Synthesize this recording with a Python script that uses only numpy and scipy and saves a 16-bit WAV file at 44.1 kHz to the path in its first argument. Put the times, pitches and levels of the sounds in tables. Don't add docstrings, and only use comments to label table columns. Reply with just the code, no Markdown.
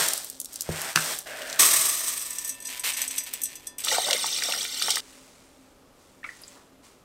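import sys
import numpy as np
from scipy import signal
from scipy.fft import rfft, irfft, next_fast_len
from scipy.io import wavfile
from scipy.ndimage import uniform_filter1d

SR = 44100
rng = np.random.default_rng(int(sys.argv[2]) if len(sys.argv) > 2 else 0)


def wav_record(signal):
    frames = np.transpose(np.atleast_2d(signal))
    bounded = np.clip(frames, -1, 1)
    quanta = np.round(bounded * 32767).astype(np.int16)
    wavfile.write(sys.argv[1], SR, quanta)


N = 310464
TIME = np.arange(N) / SR
AGE = np.arange(SR) / SR

TURNS_S = [0, 1.254, 3.837, 5.005, 7.1]
START_S, TIP_S, POUR_S, POUR_END_S = TURNS_S[:4]
LANDING_S, STREAM_S = 1.589, 0.92


def amp(db):
    return 10 ** (np.asarray(db) / 20)


def unit(x):
    return x / np.sqrt(np.mean(x ** 2) + 1e-20)


def fade(t, t60):
    return np.exp(-np.log(1000) * t / t60)


def along(points, hz):
    f, v = np.transpose(points)
    return np.interp(np.log(hz + 1), np.log(f), v)


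def filtered(x, response):
    size = next_fast_len(len(x) + 4096)
    hz = np.fft.rfftfreq(size, 1 / SR)
    return irfft(rfft(x, size) * response(hz), size)[:len(x)]


def coloured(x, spectrum):
    return unit(filtered(x, lambda hz: amp(along(spectrum, hz))))


def resonance(hz, centre, width):
    return 1j * hz * width / (centre ** 2 - hz ** 2 + 1j * hz * width)


def above(x, edge_hz):
    return signal.sosfilt(signal.butter(4, edge_hz, "high", fs=SR, output="sos"), x)


def add(track, s, sound):
    part = track[max(round(s * SR), 0):][:len(sound)]
    part += sound[:len(part)]


def between(start, end):
    return (TIME >= start) & (TIME < end)


def swell(s, length, rise_s, fall_db_per_s):
    age = TIME - s
    rise = np.clip(age / rise_s, 0, 1)
    return rise * amp(-abs(fall_db_per_s) * np.maximum(age - length, 0))


def together(gains):
    return np.sqrt(sum(g ** 2 for g in gains))


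def impacts(rate, spread_db):
    hit = rng.random(N) < rate / SR
    size_db = spread_db * np.minimum(rng.standard_normal(N), 2)
    size = np.sign(rng.standard_normal(N)) * amp(size_db)
    return unit(hit * size / np.sqrt(rate + 1))


def snap(centre_hz, q, t60):
    t = AGE[:SR // 20]
    burst = rng.standard_normal(len(t)) * fade(t, t60)
    x = filtered(burst, lambda hz: resonance(hz, centre_hz, centre_hz / q) ** 2)
    return x / np.sqrt(2 * np.pi * np.abs(uniform_filter1d(x ** 2, size=64)).max())


def bubble(hz, cycles, rise):
    life = cycles / hz
    t = AGE[:int(life * SR) + 2]
    tone = np.sin(2 * np.pi * hz * t * (1 + rise * t / life / 2))
    return tone * fade(t, life) * (1 - np.exp(-2 * hz * t))


# frequency in Hz, decay by 60 dB in seconds.
KITCHEN_DECAY = [(150, 0.2), (1000, 0.31), (4000, 0.15), (14000, 0.12)]


def in_kitchen(x, wet_db):
    hz, t, z = signal.stft(rng.standard_normal(SR // 2), SR, nperseg=256)
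    decaying = z * fade(t, along(KITCHEN_DECAY, hz)[:, None])
    tail = signal.istft(decaying, SR, nperseg=256)[1]
    tail = np.pad(tail, (round(.005 * SR), 0))
    return x + amp(wet_db) * signal.fftconvolve(x, tail / np.linalg.norm(tail))[:N]


# frequency in Hz, relative level in dB.
AIR_SPECTRUM = [(12, -29.5), (20, -5), (177, -8), (210, -6), (277, -3.5), (367, -6), (574, -7),
                (738, -11.5), (825, -10.5), (976, -14.5), (1220, -12.5), (1610, -19), (14300, -30.5),
                (16000, -45.5)]
# frequency in Hz, relative level in dB.
HUM_PARTIALS = [(263.8, -65), (576.0, -71.5)]


def room_tone():
    hum = np.zeros(N)
    for centre, db in HUM_PARTIALS:
        band = filtered(rng.standard_normal(N), lambda hz: resonance(hz, centre, 9) ** 2)
        hum += amp(db) * unit(band)
    return amp(-57.5) * coloured(rng.standard_normal(N), AIR_SPECTRUM) + amp(0.5) * hum


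# start in seconds, rise in seconds,
# length in seconds, hiss level in dB, wall rub level in dB, dying away of the hiss in dB per second.
SLIDE_JOLTS = [(-0.01, 0.0078, 0.032, -24, -28.5, 78.5), (0.47, 0.043, 0.49, -48, -58, 100),
               (0.63, 0.14, 0.27, -37, -37, 220), (0.951, 0.0087, 0.18, -31, -36, 179.5)]
RUB_DIES_FASTER = 1.39
# frequency in Hz, relative level in dB.
HISS_SPECTRUM = [(1940, -36), (3300, -6), (5630, -3.5), (7010, -6.5), (8210, -1), (9430, -4),
                 (10300, -14.5), (13300, -7.5), (15300, -17), (16000, -19)]
# frequency in Hz, relative level in dB.
RUB_SPECTRUM = [(76, -45.5), (130, -18), (156, -9), (189, -15.5), (323, -11.5), (617, -3), (1040, -6.5),
                (1550, -4), (1810, -4), (3500, -9), (4550, -37.5), (7700, -120)]
# frequency in Hz, a third of the bandwidth in Hz,
# relative level in dB.
TILTED_WALL = [(627, 41, 0.5), (1620, 120, -3), (2480, 290, -16.5)]
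TIP_HISS_DB, TIP_GROWS_DB_PER_S, TIP_RUB_DB = -47, 19, -40.5


def sliding_rice():
    hiss = together(amp(db) * swell(s, length, rise, fall) for s, rise, length, db, _, fall in SLIDE_JOLTS)
    rub = together(amp(db) * swell(s, length, rise, RUB_DIES_FASTER * fall)
                   for s, rise, length, _, db, fall in SLIDE_JOLTS)
    out = hiss * coloured(impacts(1200 + 300000 * hiss, spread_db=6.5), HISS_SPECTRUM)
    out += rub * coloured(impacts(4000, spread_db=3.0), RUB_SPECTRUM)
    tilted = swell(TIP_S, LANDING_S - TIP_S, rise_s=0.018, fall_db_per_s=400.5)
    tip_hiss = tilted * amp(TIP_HISS_DB + TIP_GROWS_DB_PER_S * (TIME - TIP_S))
    out += tip_hiss * coloured(impacts(2700, spread_db=7), HISS_SPECTRUM)
    grains = impacts(4000, spread_db=0)
    wall = unit(filtered(grains, lambda hz: sum(amp(db) * resonance(hz, c, 3 * w) for c, w, db in TILTED_WALL)))
    tip_rub = amp(-5.5) * coloured(grains, RUB_SPECTRUM) + amp(-2) * wall
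    return out + tilted * amp(TIP_RUB_DB) * tip_rub


# start in seconds, peak in dB, centre in Hz.
GRAIN_TICKS = [(0.085, -7.5, 8150), (0.1346, -8, 8180), (0.177, -15, 8800), (0.2998, -18, 9700),
               (0.401, -13.5, 9100), (0.4144, -20, 8200), (0.5403, -24, 8260), (0.6079, -12.5, 7900),
               (0.6197, -16, 8370), (0.817, -14, 8300), (1.1882, -16, 8700), (1.4186, -19, 2600),
               (1.499, -20.5, 5800), (1.5282, -15.5, 4660), (3.3368, -13.5, 12400)]
SOFT_TICKS_S, SOFT_TICK_DB, SOFT_TICK_HZ = (0.24, 0.58), -21.5, 8250
# start in seconds, peak in dB, centre in Hz.
RIM_CLACKS = [(0.690, -14, 510), (0.9597, -0.5, 3740), (0.9586, -8.5, 10100), (0.9585, -5, 1620),
              (0.966, -11.5, 1650), (0.974, -6.5, 1580)]
# start in seconds, relative thud level in dB,
# extra level of the lowest mode in dB.
COUNTER_KNOCKS = [(0.690, -25.5, 10.5), (0.96, -28.5, -16)]
# frequency in Hz, relative level in dB, decay by 60 dB in seconds.
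BOWL_MODES = [(87, -6, 0.23), (113, -3.5, 0.18), (159.2, 7, 0.23), (230, 0.5, 0.13), (346, 6, 0.06),
              (600, -31, 0.041)]


def colander():
    ticks, thuds, clacks = np.zeros((3, N))
    start, end = SOFT_TICKS_S
    soft = [(start + when * (end - start), SOFT_TICK_DB + 8 * (size - .5), SOFT_TICK_HZ * 2 ** ((pitch - .5) / 2))
            for when, size, pitch in rng.random((5, 3))]
    for s, db, hz in list(GRAIN_TICKS) + soft:
        add(ticks, s, amp(db) * snap(hz, q=0.96, t60=0.017))
    for s, db, hz in RIM_CLACKS:
        add(clacks, s, amp(db) * snap(hz, q=1.47, t60=0.005))
    for s, thud_db, low_db in COUNTER_KNOCKS:
        for k, (hz, db, t60) in enumerate(BOWL_MODES):
            gain = (-1) ** k * amp(thud_db + db - 8.0 + low_db * (k == 0))
            add(thuds, s, gain * np.sin(2 * np.pi * hz * AGE) * fade(AGE, t60))
    return above(ticks, edge_hz=2570) + above(thuds, edge_hz=26) + clacks


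# start in seconds, level over the stream in dB.
STREAM_LUMPS = [(1.589, 6.5), (1.726, 3), (1.825, 2.5), (2.06, 4), (2.11, 0)]
LUMP_S, LUMP_FALL_DB_PER_S = 0.026, 123
STREAM_DB, STREAM_THINS_DB_PER_S, BOTTOM_DB, BOTTOM_DAMPS_DB_PER_S = -18.5, 25.5, -32.5, 29
# frequency in Hz, relative level in dB.
PATTER_SPECTRUM = [(880, -37.5), (1500, -40.5), (1670, -14.5), (1830, -6.5), (2860, -10), (3060, -8.5),
                   (4040, -6.5), (4420, -10), (5940, -2.5), (7170, -6.5), (8160, 0.5), (10300, -10.5),
                   (13100, -5), (15200, -13.5), (16000, -19.5)]
# frequency in Hz, relative level in dB.
BOTTOM_SPECTRUM = [(71, -44.5), (120, -17.5), (149, -11.5), (237, -18.5), (310, -8), (571, -10), (626, -1),
                   (817, -11.5), (983, -5), (1180, 0.5), (1440, -6.5), (1900, -12.5), (2470, -35.5),
                   (4180, -120)]
# frequency in Hz, relative level in dB.
LOADED_POT_MODES = [(1163, -53.5), (1787, -51.5), (4947, -45.5), (5868, -41.5), (6164, -50.5),
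                    (6573, -49.5), (7887, -32), (8204, -41.5), (8312, -23), (8570, -51.5), (8748, -62),
                    (8974, -26), (9846, -62), (10831, -53.5), (11585, -51.5), (11892, -72.5),
                    (12252, -51.5), (13356, -52.5)]


def rice_stream():
    lumps = amp(sum(db * swell(s, LUMP_S, 0.0043, LUMP_FALL_DB_PER_S) for s, db in STREAM_LUMPS))
    flow = lumps * swell(LANDING_S, STREAM_S, rise_s=0.007, fall_db_per_s=199)
    age = np.maximum(TIME - LANDING_S, 0)
    patter = flow * amp(STREAM_DB - STREAM_THINS_DB_PER_S * age)
    bottom = flow * amp(BOTTOM_DB - BOTTOM_DAMPS_DB_PER_S * age)
    flutter = unit(filtered(rng.standard_normal(N), lambda hz: resonance(hz, 24.6, 22) ** 2))
    clumps = amp(1.6 * flutter)
    grains = impacts(4500 + 70000 * patter, spread_db=2.5)
    hard_grains = impacts(600 + 15000 * patter, spread_db=4.5)
    walls = unit(filtered(hard_grains, lambda hz: sum(amp(db) * resonance(hz, c, 65) for c, db in LOADED_POT_MODES)))
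    top = patter * (amp(-2.0) * coloured(grains, PATTER_SPECTRUM) + amp(-9) * walls * clumps)
    hollow = unit(filtered(impacts(3000, spread_db=7.5), lambda hz: resonance(hz, 1170, 170) ** 2))
    drumming = coloured(impacts(3500, spread_db=-2.0), BOTTOM_SPECTRUM)
    low = bottom * (amp(-2.5) * drumming + amp(-8) * hollow)
    return clumps * (top + low)


# start in seconds, relative peak in dB,
# relative treble in dB.
STRAY_GRAINS = [(2.262, -24, -13), (2.3838, -13.5, -21), (2.4459, -15, -13), (2.476, -18, 0),
                (2.4925, -11, -15), (2.6534, -18.5, -28.5), (2.6698, -17.5, -15), (2.795, -16.5, -11),
                (2.9356, -15.5, -26), (2.9713, -14, -10), (3.0164, -9, -11), (3.078, -14, -15),
                (3.109, -15, -18), (3.16, -18, -12), (3.1804, -5.5, -19), (3.236, -22, -6),
                (3.3367, -18.5, -20), (3.4167, -15, -8), (3.435, -7.5, -4), (3.455, -14, -19),
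                (3.5544, -21, -18), (3.6696, -16.5, -15.5), (3.7828, -16, -7), (3.803, -20, -7)]
TRICKLE_S = (1.8, 3.28)
# frequency in Hz, relative level in dB.
POT_MODES = [(990.5, -59.5), (1793, -50.5), (2649, -58), (3424, -56), (4156, -58.5), (4910, -57),
             (5712, -56.5), (5879, -61), (6089, -51.5), (6686, -52.5), (7381, -75), (7989, -45.5),
             (8355, -89.5), (8457, -75), (8506, -101), (8565, -50), (8985, -56), (9857, -55), (10121, -70),
             (10734, -55), (11305, -61), (11553, -51.5), (12586, -49.5), (12629, -63), (12726, -78),
             (13517, -69)]
# frequency in Hz, decay by 60 dB in seconds.
POT_DECAY = [(1000, 2), (1800, 0.91), (3500, 0.3), (8000, 0.15), (13000, 0.067)]
# frequency in Hz, relative level in dB.
PING_SPECTRUM = [(1470, -57), (2500, -43), (2720, -9), (3130, -30), (3360, -5), (3660, -14), (4240, -19),
                 (5190, -15), (5870, 4), (7080, -10.5), (8200, 9), (10300, -12), (13100, -5.5),
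                 (14900, -7.5), (16000, -43)]


def stray_grains():
    out = np.zeros(N)
    hz, db = np.transpose(POT_MODES)
    t60 = along(POT_DECAY, hz)
    modes = np.sin(2 * np.pi * hz[:, None] * AGE) * fade(AGE, t60[:, None])
    weight = amp(db) / np.sqrt(t60)
    weight = weight / np.linalg.norm(weight)
    hardness = np.clip(hz / 5800, 0, 1)
    usual_db = np.mean(np.transpose(STRAY_GRAINS)[2])
    t = AGE[:SR // 10]
    ping_shape = fade(t, 0.043) * (1 - np.exp(-t / 0.00094))
    start, end = TRICKLE_S
    chance = rng.random((60, 3))
    times = start + chance[:, 0] * (end - start)
    sizes_db = np.interp(times, (start, 2.6), (-22, -35)) + 11 * chance[:, 1]
    trickle = list(zip(times, sizes_db, usual_db + 8 * (chance[:, 2] - .5)))
    for s, peak_db, treble_db in list(STRAY_GRAINS) + trickle:
        colour = lambda f: amp(0.66 * (treble_db - usual_db) * np.log2(np.maximum(f, 4500) / 8000))
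        spot_db = 4 * np.clip(rng.standard_normal(len(hz)), -2, 1)
        strength = colour(hz) * amp(-41.5 + (peak_db + 25) * hardness + spot_db)
        add(out, s, (weight * strength * np.sign(rng.standard_normal(len(hz)))) @ modes)
        ping = filtered(coloured(rng.standard_normal(len(t)), PING_SPECTRUM), colour)
        add(out, s, amp(peak_db - 10) * ping * ping_shape)
    return out


# start in seconds, length in seconds, level in dB.
LOOSENING_SHAKES = [(2.37, 0.05, -52), (2.68, 0.097, -38.5), (2.835, 0.05, -26.5), (2.965, 0.065, -32.5),
                    (3.1, 0.087, -38), (3.26, 0.011, -39.5), (3.33, 0.0083, -36), (3.48, 0.052, -47.5),
                    (3.78, 0.055, -43)]
SHAKE_RISE_S, SHAKE_FALL_DB_PER_S = 0.0059, 200
CLINGING_S, CLINGING_DB = (2.25, 3.66), -53
# frequency in Hz, relative level in dB.
RUSTLE_SPECTRUM = [(290, -38), (500, -15.5), (1460, -11.5), (2260, -1.5), (5630, -8.5), (6610, -9.5),
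                   (8580, -4.5), (10800, -13.5), (14500, -9), (16000, -32)]
POT_SINGS_DB = -12.5


def last_rice():
    start, end = CLINGING_S
    shakes = list(LOOSENING_SHAKES) + [(start, end - start, CLINGING_DB)]
    flow = together(amp(db) * swell(s, length, SHAKE_RISE_S, SHAKE_FALL_DB_PER_S) for s, length, db in shakes)
    rustle = flow * coloured(impacts(700 + 50000 * flow, spread_db=4.5), RUSTLE_SPECTRUM)
    drops = impacts(500, spread_db=1) * np.minimum(flow, amp(-43.5))
    ring = sum(amp(db) * np.sin(2 * np.pi * hz * AGE) * fade(AGE, along(POT_DECAY, hz))
               for hz, db in POT_MODES[:2])
    return rustle + amp(POT_SINGS_DB) * signal.fftconvolve(drops, ring / np.linalg.norm(ring))[:N]


def bubbles(count, low_hz, high_hz, cycles):
    cloud = np.zeros(N)
    for when, size, strength in rng.random((count, 3)):
        s = POUR_S + when * (POUR_END_S - POUR_S)
        hz = low_hz * (high_hz / low_hz) ** size
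        add(cloud, s, amp(13.5 * strength ** 2) * bubble(hz, cycles, 0.197))
    return cloud


def echoed(x, t60):
    t = AGE[:SR // 10]
    ring = rng.standard_normal(len(t)) * fade(t, t60)
    return signal.fftconvolve(x, ring / np.linalg.norm(ring))[:N]


# time in seconds, relative level in dB.
JET_SPRAY = [(3.86, -31), (3.932, -23.5), (3.992, -29.5), (4.098, -29), (4.65, -31), (4.662, -36),
             (4.914, -27.5), (4.99, -32.5)]
SPRAY_DB = -0.5
# time at its height in seconds, length in seconds,
# level in dB.
JET_CHURNS = [(3.933, 0.13, -24), (4.116, 0.22, -27), (4.52, 0.27, -34), (4.933, 0.17, -37)]
CALM_DB = -54.5
# time in seconds, frequency in Hz.
JET_HOLLOW = [(3.85, 3950), (4.1, 3560), (4.4, 3500), (4.8, 3180), (5.0, 3130)]
# frequency in Hz, relative level in dB.
SPRAY_SPECTRUM = [(880, -5), (1500, 1), (1640, -11), (1880, -16.5), (2740, -11), (3620, -1), (4160, -4.5),
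                  (5660, 2.5), (6960, -4), (8660, 1.5), (10300, -10), (13100, -5.5), (16000, -8)]
# frequency in Hz, relative level in dB.
GURGLE_SPECTRUM = [(71, -49.5), (120, 2), (237, 2), (326, 2), (396, -24), (486, -6), (736, 1), (1640, -2.5),
                   (2200, 11), (2860, -26), (4840, -120)]
# time in seconds, relative peak in dB, frequency in Hz.
AIR_POCKETS = [(3.869, -19, 1230), (3.982, -10, 722), (4.084, -17.5, 760), (4.145, -22, 600),
               (4.241, -14, 1014), (4.386, -18.5, 2160), (4.421, -15, 1900), (4.486, -19.5, 733),
               (4.536, -20, 1380), (4.65, -16.5, 2230), (4.817, -18.5, 1470), (4.882, -12.5, 1130),
               (4.969, -15, 1270)]
# time in seconds, relative peak in dB, centre in Hz.
SHARP_SPLASHES = [(3.8466, -5, 8400), (3.8823, -3, 3130), (3.925, -3, 4000), (4.1079, 1, 4070),
                  (4.1292, 2.5, 3880), (4.264, -7.5, 7100), (4.3615, -9.5, 3430), (4.4351, -3.5, 5270),
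                  (4.5216, -3, 3450), (4.8216, 0, 4270), (4.9039, 1, 4940), (4.9557, -4, 5230)]


def water():
    spray = amp(SPRAY_DB + np.interp(TIME, *np.transpose(JET_SPRAY)))
    churns = [amp(db) * np.cos(np.pi * np.clip((TIME - s) / length, -.5, .5)) ** 2
              for s, length, db in JET_CHURNS]
    gurgle = together(churns + [amp(CALM_DB)])
    duty = np.sqrt((POUR_END_S - POUR_S) * SR / N)
    fizz = amp(-8.5) * coloured(impacts(3000, spread_db=10.0), SPRAY_SPECTRUM)
    fine_cloud = bubbles(count=4500, low_hz=1800, high_hz=13160, cycles=132)
    fine = amp(-1.0) * duty * coloured(fine_cloud, SPRAY_SPECTRUM)
    wash = amp(-22) * coloured(impacts(2000, spread_db=0.5), GURGLE_SPECTRUM)
    coarse_cloud = bubbles(count=360, low_hz=437, high_hz=2413, cycles=46)
    coarse = amp(-6.0) * duty * coloured(coarse_cloud, GURGLE_SPECTRUM)
    phase = 2 * np.pi * np.cumsum(np.interp(TIME, *np.transpose(JET_HOLLOW))) / SR
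    drops = filtered(impacts(150, spread_db=13), lambda hz: 1 / (1 + 1j * hz / 140) ** 2)
    hollow = amp(-14.5) * unit(drops * np.sin(phase))
    out = spray * (fizz + fine + hollow) + gurgle * (wash + coarse)
    for s, db, hz in AIR_POCKETS:
        add(out, s + 0.00104, amp(db - 0.5) * snap(hz, q=1.3, t60=0.013))
        add(out, s + 0.00202, amp(db - 13) * bubble(hz, cycles=43, rise=0.18))
    for s, db, hz in SHARP_SPLASHES:
        add(out, s + 0.00099, amp(db - 8.5) * snap(hz, q=1.0, t60=0.023))
    return above(out + amp(-7) * echoed(out, t60=0.029), edge_hz=110)


# start in seconds, rise in seconds,
# length in seconds, level in dB, dying away in dB per second.
HAND_STROKES = [(4.993, 0.02, 0.16, -53.5, 25), (5.92, 0.093, 0.17, -63, 34.5),
                (6.23, 0.029, 0.31, -55, 89.5), (6.819, 0.027, 0.03, -55, 93)]
# frequency in Hz, relative level in dB.
SWISH_SPECTRUM = [(410, -28), (700, -13), (971, -3), (1460, -6.5), (2160, -4), (2770, -5.5), (8420, -4.5),
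                  (13500, -19), (16000, -18)]
SLOSH_S, SLOSH_DB = 6.54, -55.5
# start in seconds, relative peak in dB, frequency in Hz.
HAND_DRIPS = [(6.231, -35, 1800), (6.2413, -22.5, 2210), (6.243, -24.5, 1297), (6.262, -29, 2190),
              (6.290, -25.5, 1910), (6.417, -35, 10400), (6.436, -27.5, 4830), (6.479, -31, 7430)]


def wet_hand():
    swish = together(amp(db) * swell(s, length, rise, fall) for s, rise, length, db, fall in HAND_STROKES)
    out = swish * coloured(impacts(3500, spread_db=4.0), SWISH_SPECTRUM)
    slosh = amp(SLOSH_DB) * swell(SLOSH_S, length=0.04, rise_s=0.022, fall_db_per_s=350)
    out += slosh * coloured(impacts(2000, spread_db=4), BOTTOM_SPECTRUM)
    for s, db, hz in HAND_DRIPS:
        add(out, s, amp(db - 5.5) * bubble(hz, cycles=73, rise=0.09))
        add(out, s, amp(db - 2.5) * snap(hz, q=4.5, t60=0.031))
    return out


def scene():
    in_colander = in_kitchen(colander() + sliding_rice() + last_rice(), wet_db=-11.5)
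    in_pot = in_kitchen(rice_stream() + stray_grains(), wet_db=-12.5)
    rice = (in_colander + in_pot) * between(START_S, POUR_S)
    pour = in_kitchen(water(), wet_db=-15) * between(POUR_S, POUR_END_S)
    hand = in_kitchen(wet_hand(), wet_db=-8.0)
    return (rice + pour + hand + room_tone())[None]


TOP_HZ = 15850


def record(dry):
    rounded = dry / (1 + np.abs(dry / .85) ** 6) ** (1 / 6)
    return np.array([filtered(x, lambda hz: np.clip((TOP_HZ - hz) / 200 + .5, 0, 1)) for x in rounded])


dry = scene()
out = record(dry)
wav_record(out)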